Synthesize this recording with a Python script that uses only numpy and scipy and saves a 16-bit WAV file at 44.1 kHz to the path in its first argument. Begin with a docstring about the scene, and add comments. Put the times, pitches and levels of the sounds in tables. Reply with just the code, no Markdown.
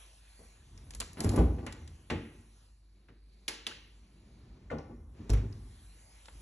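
"""A built-in fridge's wooden door opens and shuts, close by in a small kitchen. Each impact excites the
modes of the panel, the hollow behind it and the racks; the cabinet gives low thumps as the door opens,
knocks and shuts. The seal crackles as it peels, the hinge gives two sharp clicks and a tiny squeak,
and the runners rub by stick-slip friction and clunk on the way back. Under it all lie the
compressor's low hum, a murmur of air and a soft hiss that swells and sinks."""
import sys
import numpy as np
from scipy import signal
from scipy.fft import rfft, irfft, next_fast_len
from scipy.io import wavfile
from scipy.ndimage import uniform_filter1d, map_coordinates

SR = 44100
rng = np.random.default_rng(int(sys.argv[2]) if len(sys.argv) > 2 else 0)


def pcm_store(signal):
    """Save signal as 16-bit PCM."""
    levels = np.round(np.clip(np.atleast_2d(signal), -1, 1) * 32767)
    wavfile.write(sys.argv[1], SR, levels.astype(np.int16).T)


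N = 282901
TIME_S = np.arange(N) / SR
BLOW_SIZE = 32768  # samples in one impact and its decay
BLOW_S, BLOW_HZ = np.arange(BLOW_SIZE) / SR, np.fft.rfftfreq(BLOW_SIZE, 1 / SR)


def amp(db):
    """Amplitude ratio of a level in decibels."""
    return 10 ** (np.asarray(db) / 20)


def unit_rms(x):
    """Power normalisation: x scaled to rms 1."""
    return x / np.sqrt(np.mean(x ** 2) + 1e-20)


def equal_energy(x):
    """Energy normalisation: each row gets the energy of 10 ms at rms 1."""
    return x / np.linalg.norm(x, axis=-1, keepdims=True) * np.sqrt(SR / 100)


def along(points, hz):
    """Interpolation of (frequency_hz, value) points on a logarithmic frequency axis."""
    point_hz, values = np.transpose(points)
    return np.interp(np.log(hz + 1), np.log(point_hz), values)


def add(track, start_s, x):
    """Superposition: x joins the track from start_s on."""
    part = track[..., round(start_s * SR):][..., :x.shape[-1]]
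    part += x[..., :part.shape[-1]]


def filtered(x, response):
    """Linear filtering: the spectrum of x times a complex frequency response."""
    n = x.shape[-1]
    padded = next_fast_len(n + 8192)
    return irfft(rfft(x, padded) * response(np.fft.rfftfreq(padded, 1 / SR)), padded)[..., :n]


def minimum_phase(gain):
    """Causality: a response with this gain that never sounds before its cause."""
    cepstrum = irfft(np.log(np.maximum(gain, 1e-6)))
    half = len(cepstrum) // 2
    cepstrum[1:half] *= 2
    cepstrum[half + 1:] = 0
    return np.exp(rfft(cepstrum))


def resonances(modes, hz):
    """Modal response: (pitch_hz, width_hz, level_db) resonators summed with alternating sign."""
    return sum((-1) ** k * amp(db) * 1j * hz * width / (pitch ** 2 - hz ** 2 + 1j * hz * width)
               for k, (pitch, width, db) in enumerate(modes))


def damped(hz, t60_s, hold_s=0, phase_cycles=0):
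    """Damped oscillation: a sine that holds, then decays exponentially."""
    decay = amp(-60 * np.maximum(BLOW_S - hold_s, 0) / t60_s)
    return decay * np.sin(2 * np.pi * (hz * BLOW_S + phase_cycles))


def strokes(rows, release_s):
    """Exponential envelopes: movements swell 60 dB over their rise, hold, and fall 60 dB per release."""
    gains = []
    for start_s, end_s, db, rise_s in rows:
        before = np.maximum(start_s - TIME_S, 0) / rise_s
        after = np.maximum(TIME_S - end_s, 0) / release_s
        gains.append(amp(db - 60 * (before + after)))
    return np.max(gains, axis=0)


def coloured_noise(spectrum, modulation=1):
    """Source and filter: two independent white noises, modulated, then shaped by a spectrum."""
    source = modulation * rng.standard_normal((2, N))
    return unit_rms(filtered(source, lambda hz: amp(along(spectrum, hz))))


# reverberation time of the kitchen: frequency_hz, t60_s
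KITCHEN_DECAY = [(80, 1), (300, 0.57), (800, 0.56), (2500, 0.64), (6000, 0.44), (11000, 0.24)]
def kitchen(build_s):
    """Reverberation: two independent impulse responses build up, then die fastest in the treble."""
    hz, t, spectra = signal.stft(rng.standard_normal((2, BLOW_SIZE)), SR, nperseg=256)
    decay = amp(-60 * t / along(KITCHEN_DECAY, hz)[:, None])
    tail = signal.istft(spectra * decay, SR, nperseg=256)[1][:, :BLOW_SIZE]
    tail = tail * (1 - np.exp(-BLOW_S / build_s))
    return tail / np.linalg.norm(tail, axis=1, keepdims=True)


# spectrum of the hiss: frequency_hz, density_db
HISS_SPECTRUM = [(100, -11), (550, 6.5), (1200, 4.5), (2500, 5), (5000, 3.5), (8000, 3), (10500, 9.5),
                 (11300, -0.5), (12100, -23.5), (13000, -49.5)]
# slow swell of the hiss: time_s, level_db
HISS_SWELL = [(0, -58), (.22, -64.5), (.4, -62), (.62, -66.5), (2.64, -68.5), (2.76, -76.5), (3.02, -80),
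              (3.2, -82.5), (3.42, -75), (3.9, -70.5), (4.6, -79.5), (5.3, -75.5), (5.7, -65), (6.41, -62)]
def hiss(patch_depth_db=2.7):
    """Random modulation: broadband noise swells and sinks in patches of time and frequency."""
    spectra = signal.stft(coloured_noise(HISS_SPECTRUM), nperseg=512)[2]
    patches = uniform_filter1d(rng.standard_normal(spectra.shape[1:]), size=7, axis=0)
    patches = unit_rms(uniform_filter1d(patches, size=16, axis=1))
    uneven = signal.istft(spectra * amp(patch_depth_db * patches), nperseg=512)[1][:, :N]
    return amp(np.interp(TIME_S, *np.transpose(HISS_SWELL))) * unit_rms(uneven)


# spectrum of the room tone: frequency_hz, density_db
AIR_SPECTRUM = [(20, -20), (34, -20.5), (48, 10.5), (66, 4.5), (90, 3), (160, -7.5), (330, -13.5),
                (550, -27), (1100, -26), (3000, -57), (13000, -84)]
# the door stirs the air: start_s, end_s, level_db (before stir_gain_db), rise_s
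AIR_STIRS = [(.45, .7, -65, 0.56), (.8, 1.9, -49.5, 1.16), (3.75, 4.3, -60.5, 1.3), (4.45, 5.15, -53, 2.5),
             (5.2, 5.6, -48, 0.74), (6.36, 6.41, -52, 0.29)]
def air_murmur(still_db=-68, stir_gain_db=-2):
    """Air displacement: low room tone swells as the door pushes the air; the two powers add."""
    stirred = amp(stir_gain_db) * strokes(AIR_STIRS, release_s=1.96)
    return np.hypot(amp(still_db), stirred) * coloured_noise(AIR_SPECTRUM)


def compressor_hum(pitch_hz=50.5, level_db=-60):
    """Forced vibration: the compressor, turning near mains speed, gives one steady low tone."""
    return amp(level_db) * unit_rms(np.sin(2 * np.pi * pitch_hz * TIME_S))


def hinge_squeak(start_s=3.705, length_s=0.0276, from_hz=1200, to_hz=1850, level_db=-54, jitter=0.08):
    """Frequency modulation: the hinge's tiny squeak is a rising tone with a fluttering pitch."""
    progress = np.arange(0, 1, 1 / (length_s * SR))
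    flutter = unit_rms(uniform_filter1d(rng.standard_normal(len(progress)), size=20))
    hz = (from_hz + (to_hz - from_hz) * progress) * (1 + jitter * flutter)
    chirp = np.sin(np.pi * progress) * np.sin(2 * np.pi * np.cumsum(hz) / SR)
    out = np.zeros(N)
    add(out, start_s, amp(level_db) * unit_rms(chirp))
    return out


def rub(spectrum, grain_db, grain_hz):
    """Stick-slip: a force that jumps at random many times a second, filtered by the rubbing part."""
    jumps = rng.standard_normal(int(N * grain_hz / SR) + 4)
    grip = amp(grain_db * map_coordinates(jumps, [TIME_S * grain_hz], order=1))
    return coloured_noise(spectrum, grip)


# movements of the rubber seal, the runners and the hinge: start_s, end_s, level_db, rise_s
SEAL_PEELS = [(1.191, 1.396, -46, 0.11)]
RUNNER_SLIDES = [(2.96, 3.04, -72.5, 0.35), (3.31, 3.46, -72, 0.41), (4.27, 4.65, -65, 1.8),
                 (5.17, 5.29, -58.5, 0.18)]
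HINGE_TURNS = [(2.92, 3.05, -83, 1.3), (3.33, 3.46, -77.5, 2), (4.3, 4.55, -79.5, 5.1)]
# friction spectra of the same parts: frequency_hz, density_db
SEAL_SPECTRUM = [(80, -8), (300, 15), (700, 10.5), (1500, 0), (3000, -13), (5000, -7.5), (7000, -28.5),
                 (10800, 0), (12500, -31), (14500, -62)]
RUNNER_SPECTRUM = [(80, 8), (200, 18), (330, 11.5), (600, 2), (1100, -5.5), (2400, -5), (4000, -11.5),
                   (5200, -13), (9000, -19), (12500, -59)]
HINGE_SPECTRUM = [(1200, -51), (2300, 3), (2900, -16), (3800, 2), (4700, 4), (7000, -33.5)]
def friction(room_db=-7):
    """Friction noise: the seal peels, the runners slide, the hinge whispers, and the room answers."""
    seal = strokes(SEAL_PEELS, release_s=0.37) * rub(SEAL_SPECTRUM, grain_db=1, grain_hz=370)
    runners = strokes(RUNNER_SLIDES, release_s=1) * rub(RUNNER_SPECTRUM, grain_db=0.5, grain_hz=94)
    hinge = strokes(HINGE_TURNS, release_s=0.67) * rub(HINGE_SPECTRUM, grain_db=2, grain_hz=190)
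    direct = seal + runners + hinge
    return direct + amp(room_db) * signal.fftconvolve(direct, kitchen(0.0022), axes=1)[:, :N]


def ring(modes, tilt_db_per_octave, scatter_db, rise_s, room_db):
    """Free vibration: struck modes decay, unequal in each channel; reverberation blurs their notes."""
    notes = np.zeros((2, BLOW_SIZE))
    for hz, db, t60_s in modes:
        scatter, phase = rng.standard_normal((2, 2, 1))
        mode_db = db + scatter_db * scatter + tilt_db_per_octave * np.log2(hz / 1000)
        notes += amp(mode_db) * damped(hz, t60_s, phase_cycles=phase)
    direct = equal_energy(notes * (1 - np.exp(-BLOW_S / rise_s)))
    tail = equal_energy(signal.fftconvolve(direct, kitchen(rise_s), axes=1)[:, :BLOW_SIZE])
    return equal_energy(direct + amp(room_db) * tail)


# modes of the runner: pitch_hz, relative_db, t60_s
RUNNER_NOTES = [(466, -4, .17), (520.6, 5, 0.26), (780, -8, 0.21), (823, -8, .35), (1150, -4, .16),
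                (1324, -4, 0.12), (1455, 3, 0.073), (1800, -2, 0.066), (2086, -2.5, 0.063),
                (2420, -19, 0.16)]
# the runner catches: start_s, level_db, tilt_db_per_octave
RUNNER_CATCHES = [(1.669, -49, 7), (4.701, -42, 8), (4.713, -40.5, -6), (4.724, -41.5, 1), (4.776, -54, 3)]
def runner_clunks():
    """Impulse excitation: the runner catches as the door swings and rings with a few clear notes."""
    out = np.zeros((2, N))
    for start_s, db, tilt in RUNNER_CATCHES:
        clunk = ring(RUNNER_NOTES, tilt, scatter_db=-0.5, rise_s=0.0015, room_db=-6.5)
        add(out, start_s, amp(db) * clunk)
    return out


# modes of the racks inside the door: pitch_hz, relative_db, t60_s
RACK_MODES = [(231.1, 0, 0.27), (296, -2, 0.34), (321.3, -6, 0.25), (350, -0.5, .35), (384.2, -4.5, 0.29),
              (459.4, -1, .3), (581, -8.5, .22), (864, -0.5, 0.28), (1430, -9, .1), (1590, -3, 0.18),
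              (1830, -3, .15), (1924, 2.5, .2), (1975, -5.5, 0.18), (2130, 0, 0.23), (2570, -5, .3),
              (2830, -3, 0.27), (2920, -5, .25), (3060, -11, .28), (3370, -11, .28), (3620, -15, .25)]
def rack_ring(tilt_db_per_octave):
    """Structural coupling: a jolt to the door sets its racks ringing at their natural frequencies."""
    return ring(RACK_MODES, tilt_db_per_octave, scatter_db=2, rise_s=0.002, room_db=-4)


def blow(body_gain, t60_s, room_db, contact_db):
    """Impact: one clean contact, a dying chatter and the room's answer, filtered by the struck body."""
    # a longer contact starts more softly and fills the room more slowly
    onset = 1 - np.exp(-BLOW_S / (0.016 * t60_s))
    force = rng.standard_normal((2, BLOW_SIZE)) * onset * amp(-60 * BLOW_S / t60_s)
    force[0, 0] += amp(contact_db) * np.linalg.norm(force[0])
    room = kitchen(build_s=0.027 * t60_s)
    direct, tail = equal_energy(irfft(rfft(np.array([force, room])) * minimum_phase(body_gain)))
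    return direct + amp(room_db) * tail


def low_pass(corner_hz):
    """Contact compliance: a soft contact passes little above its corner frequency."""
    return 1 / (1 + (BLOW_HZ / corner_hz) ** 2)


# modes of the door panel and of the hollow between door and fridge: pitch_hz, width_hz, relative_db
PANEL_MODES = [(78.5, 32.3, 3.5), (119.4, 27, -3), (138, 21, -4), (176, 32, -2), (205.6, 17, 0.5),
               (236, 45, 2), (268, 29, 2), (304, 19, 0.5), (332.7, 20, -1.5), (382, 20, -3),
               (420, 20, -6.5)]
HOLLOW_MODES = [(448, 30.4, 8), (505, 41, 3.5), (552.4, 16, 7), (656, 150, -1), (760, 30, 3),
                (811, 53, -0.5), (1042, 53, -4), (1150, 29, -2), (1494, 47, -9)]
# spectrum of the wood's crack: frequency_hz, density_db
CRACK_SPECTRUM = [(100, -48.5), (500, -17), (1000, 0.5), (1500, -0.5), (2050, 0.5), (2900, -3.5),
                  (4000, -11.5), (5500, -15.5), (10500, -22.5), (12500, -53), (14500, -78)]
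def door_spectra(low_hz):
    """Panel and cavity resonance: power spectra of boom, clack and crack; the boom fades below low_hz."""
    boom = np.abs(resonances(PANEL_MODES, BLOW_HZ)) * low_pass(1000) * (1 - low_pass(low_hz))
    clack = np.abs(resonances(HOLLOW_MODES, BLOW_HZ)) * low_pass(2200)
    crack = amp(along(CRACK_SPECTRUM, BLOW_HZ))
    return np.array([unit_rms(part) ** 2 for part in (boom, clack, crack)])


def strike(spectra, levels_db, t60_s, room_db, contact_db):
    """Addition of powers: one blow sounds several parts, each at its own level."""
    powers = amp(levels_db) ** 2
    body_gain = unit_rms(np.sqrt(powers @ spectra))
    return np.sqrt(powers.sum()) * blow(body_gain, t60_s, room_db, contact_db)


# spectrum of a bright snap: frequency_hz, density_db
SNAP_SPECTRUM = [(80, -30), (350, -33.5), (1100, -2), (2800, 5), (4300, 8.5), (5100, 7), (6300, 4),
                 (8200, 2.5), (10800, 6), (12000, -17.5), (14500, -70)]
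def snap_gain(tilt_db_per_octave, ring_hz, ring_db):
    """Resonant colouring: a snap's tilted spectrum, shaped by one damped mode of the snapping part."""
    octaves = np.log2(np.maximum(BLOW_HZ / 4000, 0.1))
    resonance = np.abs(1.5 + resonances([(ring_hz, 800, ring_db)], BLOW_HZ))
    return unit_rms(resonance * amp(along(SNAP_SPECTRUM, BLOW_HZ) + tilt_db_per_octave * octaves))


JOLT_DELAY_S, JOLT_T60_S = 0.001486, 0.095  # the door takes up a click or snap late and shudders on
# hinge and runners click as the door swings: start_s, level_db, ring_hz, ring_db, ping_relative_db
HARDWARE_CLICKS = [(0.7763, -60, 5700, 30, 10), (2.1, -41, 2680, 22, -8), (3.0846, -62, 1580, 27, -4),
                   (3.4801, -32.5, 2740, -3.5, 8), (3.4832, -45, 1780, 15, 17),
                   (3.667, -35.5, 2860, 6, 13.5), (4.7842, -60, 5500, 28, -9), (5.3011, -47, 5700, 19, -8),
                   (5.5259, -61.5, 5080, 26, -4)]
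def hardware_clicks(rattle_cycles=120, dulling=0.23, room_db=-3, contact_db=-15, racks_db=-10):
    """Snap-through: a part springs over with a dry ping and a rattle, jolting the door and its racks."""
    out, door = np.zeros((2, N)), door_spectra(low_hz=330)
    jolt_db = [-16, -17, -12]  # boom, clack, crack
    ping_onset = 1 - np.exp(-(BLOW_S / 0.00013) ** 2)
    for start_s, db, ring_hz, ring_db, ping_db in HARDWARE_CLICKS:
        ping = ping_onset * damped(1.25 * ring_hz, t60_s=0.0047, hold_s=0.00051)
        colour = snap_gain(-dulling * ring_db, ring_hz, ring_db)  # more ring, duller snap
        rattle = blow(colour, rattle_cycles / ring_hz, room_db, contact_db)
        racks = amp(racks_db) * rack_ring(tilt_db_per_octave=0.5)
        jolt = strike(door, jolt_db, JOLT_T60_S, room_db, contact_db)
        add(out[0], start_s, amp(db + ping_db) * ping)
        add(out, start_s, amp(db) * rattle)
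        add(out, start_s + JOLT_DELAY_S, amp(db) * (racks + jolt))
    return out


def seal_crackle(count=8, loudest_db=-45.5, range_db=17, tilt_db_per_octave=6.5):
    """Uneven adhesion: tiny snaps scattered along each peel, as rows like those of SEAL_SNAPS."""
    places = (np.arange(count) + rng.random(count)) / count
    levels_db = loudest_db - range_db * rng.random(count)
    return [(start_s + (end_s - start_s) * place, db, tilt_db_per_octave)
            for start_s, end_s, *_ in SEAL_PEELS for place, db in zip(places, levels_db)]


# the sticky seal and its frame snap: start_s, level_db, tilt_db_per_octave
SEAL_SNAPS = [(0.907, -50, 1), (0.9365, -55, -3.5), (0.949, -46, 9), (1.002, -36, 8), (1.0058, -38, -0.5),
              (1.0154, -43.5, -8.5), (1.026, -50.5, -10), (1.1316, -56, 9), (1.205, -36, 4.5),
              (1.2453, -42.5, 10), (1.2922, -39.5, 1.5), (1.318, -58, 7.5), (1.3395, -57, 7),
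              (1.362, -42.5, 12), (1.6651, -49, 3), (1.725, -48.5, -1), (1.8766, -55.5, 0),
              (5.295, -51.5, 0), (5.3008, -43, 3), (4.704, -62, -8), (5.334, -50, 24), (5.336, -53, -5),
              (6.257, -57, -3.5), (6.284, -52.5, -12.5)]
def seal_snaps(t60_s=0.023, room_db=-8, contact_db=-4):
    """Sudden release: the sticky seal gives short bright snaps, each jolting the door a little."""
    out, door = np.zeros((2, N)), door_spectra(low_hz=202)
    jolt_db = [-15, -15, -14]  # boom, clack, crack
    for start_s, db, tilt in SEAL_SNAPS + seal_crackle():
        snap = blow(snap_gain(tilt, ring_hz=7400, ring_db=5), t60_s, room_db, contact_db)
        jolt = strike(door, jolt_db, JOLT_T60_S, room_db, contact_db)
        add(out, start_s, amp(db) * snap)
        add(out, start_s + JOLT_DELAY_S, amp(db) * jolt)
    return out


# further modes that every thump of the cabinet stirs: pitch_hz, relative_db, t60_s
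CABINET_MODES = [(37, -19.5, 0.43), (81.8, -8.5, 0.32), (102.76, -7.5, 0.71), (126.9, -16, 0.77)]
# low thumps of the cabinet as the door opens, knocks and shuts:
# start_s, level_db, pitch_hz, hold_s, t60_s, modes_relative_db
CABINET_THUMPS = [(0.954, -42, 54.5, 0.026, .45, -3), (1.257, -27.5, 58, 0.0088, 0.32, 8),
                  (1.388, -15, 59.9, 0.0029, 0.45, -6), (1.407, -22, 82, .01, 0.52, -13.5),
                  (1.817, -42, 78, 0.017, 0.46, -17), (2.114, -35.5, 90.6, 0, 0.36, 2),
                  (4.735, -32.5, 155.6, .006, 0.13, -18), (5.01, -44, 76, 0.035, .2, -7),
                  (5.303, -19, 52.8, 0.049, 0.35, 2.5), (5.559, -43, 65.3, 0.017, 0.46, -10)]
def cabinet_thumps(rise_s=0.0081):
    """Damped vibration: the heavy cabinet sways at a low pitch and settles; other modes ring along."""
    out = np.zeros(N)
    onset = 1 - np.exp(-BLOW_S / rise_s)
    modes = sum(amp(db) * damped(hz, t60_s) for hz, db, t60_s in CABINET_MODES)
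    for start_s, db, hz, hold_s, t60_s, modes_db in CABINET_THUMPS:
        sway = damped(hz, t60_s, hold_s) + amp(modes_db) * modes
        add(out, start_s, amp(db) * onset * sway)
    return out


# blows on the door, from a soft push (hardness 0) to wood on wood (1):
# start_s, boom_db, hardness, clack_over_boom_db, racks_over_boom_db
DOOR_BLOWS = [(0.393, -54, 0, -4, -22), (1.172, -45, 0.8, -14, -22), (1.194, -33, 0.45, -28, -24),
              (1.245, -22, 0.42, -13, -13.5), (1.308, -32.5, .05, -16, -15), (1.339, -34.5, 0.5, -0.5, -10),
              (1.360, -29, 0.5, -12, -16), (1.377, -25.5, 0.5, -1.5, -12.5),
              (1.393, -19, 0.24, -13.5, -12.5), (1.517, -41, 0.2, -21, -12), (1.585, -39, 0.51, -10.5, -12),
              (1.630, -39.5, 0.37, -7.5, -14), (1.666, -42.5, 0.94, -5, -3.5), (2.102, -38, 1, -3, 0),
              (2.113, -29, 0.4, -10.5, -1.5), (2.141, -39.5, 0.6, -18, -5.5),
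              (3.090, -53.5, 0.3, -11, -4.5), (4.705, -48, 0.8, 0.5, -20), (4.715, -37.5, 0.61, 1, -20),
              (4.736, -34, 0.36, -7.5, -20), (4.788, -47, 0.65, 1.5, -16), (4.898, -43, 0.2, -12, -2.5),
              (5.193, -40, 0.1, -20.5, -14), (5.297, -28.5, 0.41, -12.5, -18),
              (5.335, -36, 0.72, -5.5, -20), (5.374, -39.5, 0.69, -16, -18), (5.428, -37, 0.23, -23, -8.5)]
def door_knocks(soft_crack_db=-42.5, hard_crack_db=2.5, soft_t60_s=0.25, hard_t60_s=0.094):
    """Contact stiffness: a harder blow cracks more, dies sooner and rings the racks more brightly."""
    out, door = np.zeros((2, N)), door_spectra(low_hz=30.5)
    for start_s, boom_db, hardness, clack_db, racks_db in DOOR_BLOWS:
        crack_db = soft_crack_db + hardness * (hard_crack_db - soft_crack_db)
        t60_s = soft_t60_s * (hard_t60_s / soft_t60_s) ** hardness
        levels_db = [boom_db, boom_db + clack_db, boom_db + crack_db]
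        knock = strike(door, levels_db, t60_s, room_db=-4, contact_db=-6)
        racks = amp(boom_db + racks_db) * rack_ring(tilt_db_per_octave=-12 * (1 - hardness))
        add(out, start_s, knock + racks)
    return out


# likeness of the sound at left and right: frequency_hz, coherence
STEREO_COHERENCE = [(100, 1), (200, .995), (350, .97), (700, .6), (1150, .5), (1800, .85), (2700, .4),
                    (4200, .68), (5800, .96), (7500, .92), (11000, .92)]
def diffuse(pair):
    """Spatial coherence: independent channels, mixed as mid and side, grow alike, most in the bass."""
    def mid_side_gains(hz):
        angle = np.arccos(np.clip(along(STEREO_COHERENCE, hz), -1, 1)) / 2
        return np.array([np.cos(angle), np.sin(angle)])
    mid, side = filtered(pair, mid_side_gains)
    return np.array([mid + side, mid - side])


def scene():
    """Superposition: door and air sound through the kitchen; thumps and hum reach both sides alike."""
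    door = door_knocks() + seal_snaps() + hardware_clicks() + runner_clunks()
    rubbing = friction() + hinge_squeak()
    return diffuse(door + rubbing + hiss() + air_murmur()) + cabinet_thumps() + compressor_hum()


# phase by which the left channel leads: frequency_hz, lead_rad
LEFT_LEAD = [(120, 0), (450, .25), (1050, .5), (1550, -.15), (2700, 1.1), (3900, .7), (4500, 1.8),
             (5000, 3.7), (5700, 6.1), (6200, 6.4), (8400, 9), (10200, 10.2), (11700, 12.4)]
# level of the left channel over the right: frequency_hz, difference_db
LEFT_EXCESS = [(400, 0), (750, 4), (1150, 3.5), (1500, 0), (2700, .5), (4500, -1.2), (5800, .5),
               (8000, -.5)]
def record(dry, band_limit_hz=14500):
    """Stereo pickup: two band-limited microphones differ in phase and level at each frequency."""
    sides = np.array([[0.5], [-0.5]])
    def response(hz):
        phase = np.exp(1j * sides * along(LEFT_LEAD, hz))
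        return phase * amp(sides * along(LEFT_EXCESS, hz)) * (hz < band_limit_hz)
    return filtered(dry, response)


dry = scene()
out = record(dry)
pcm_store(out)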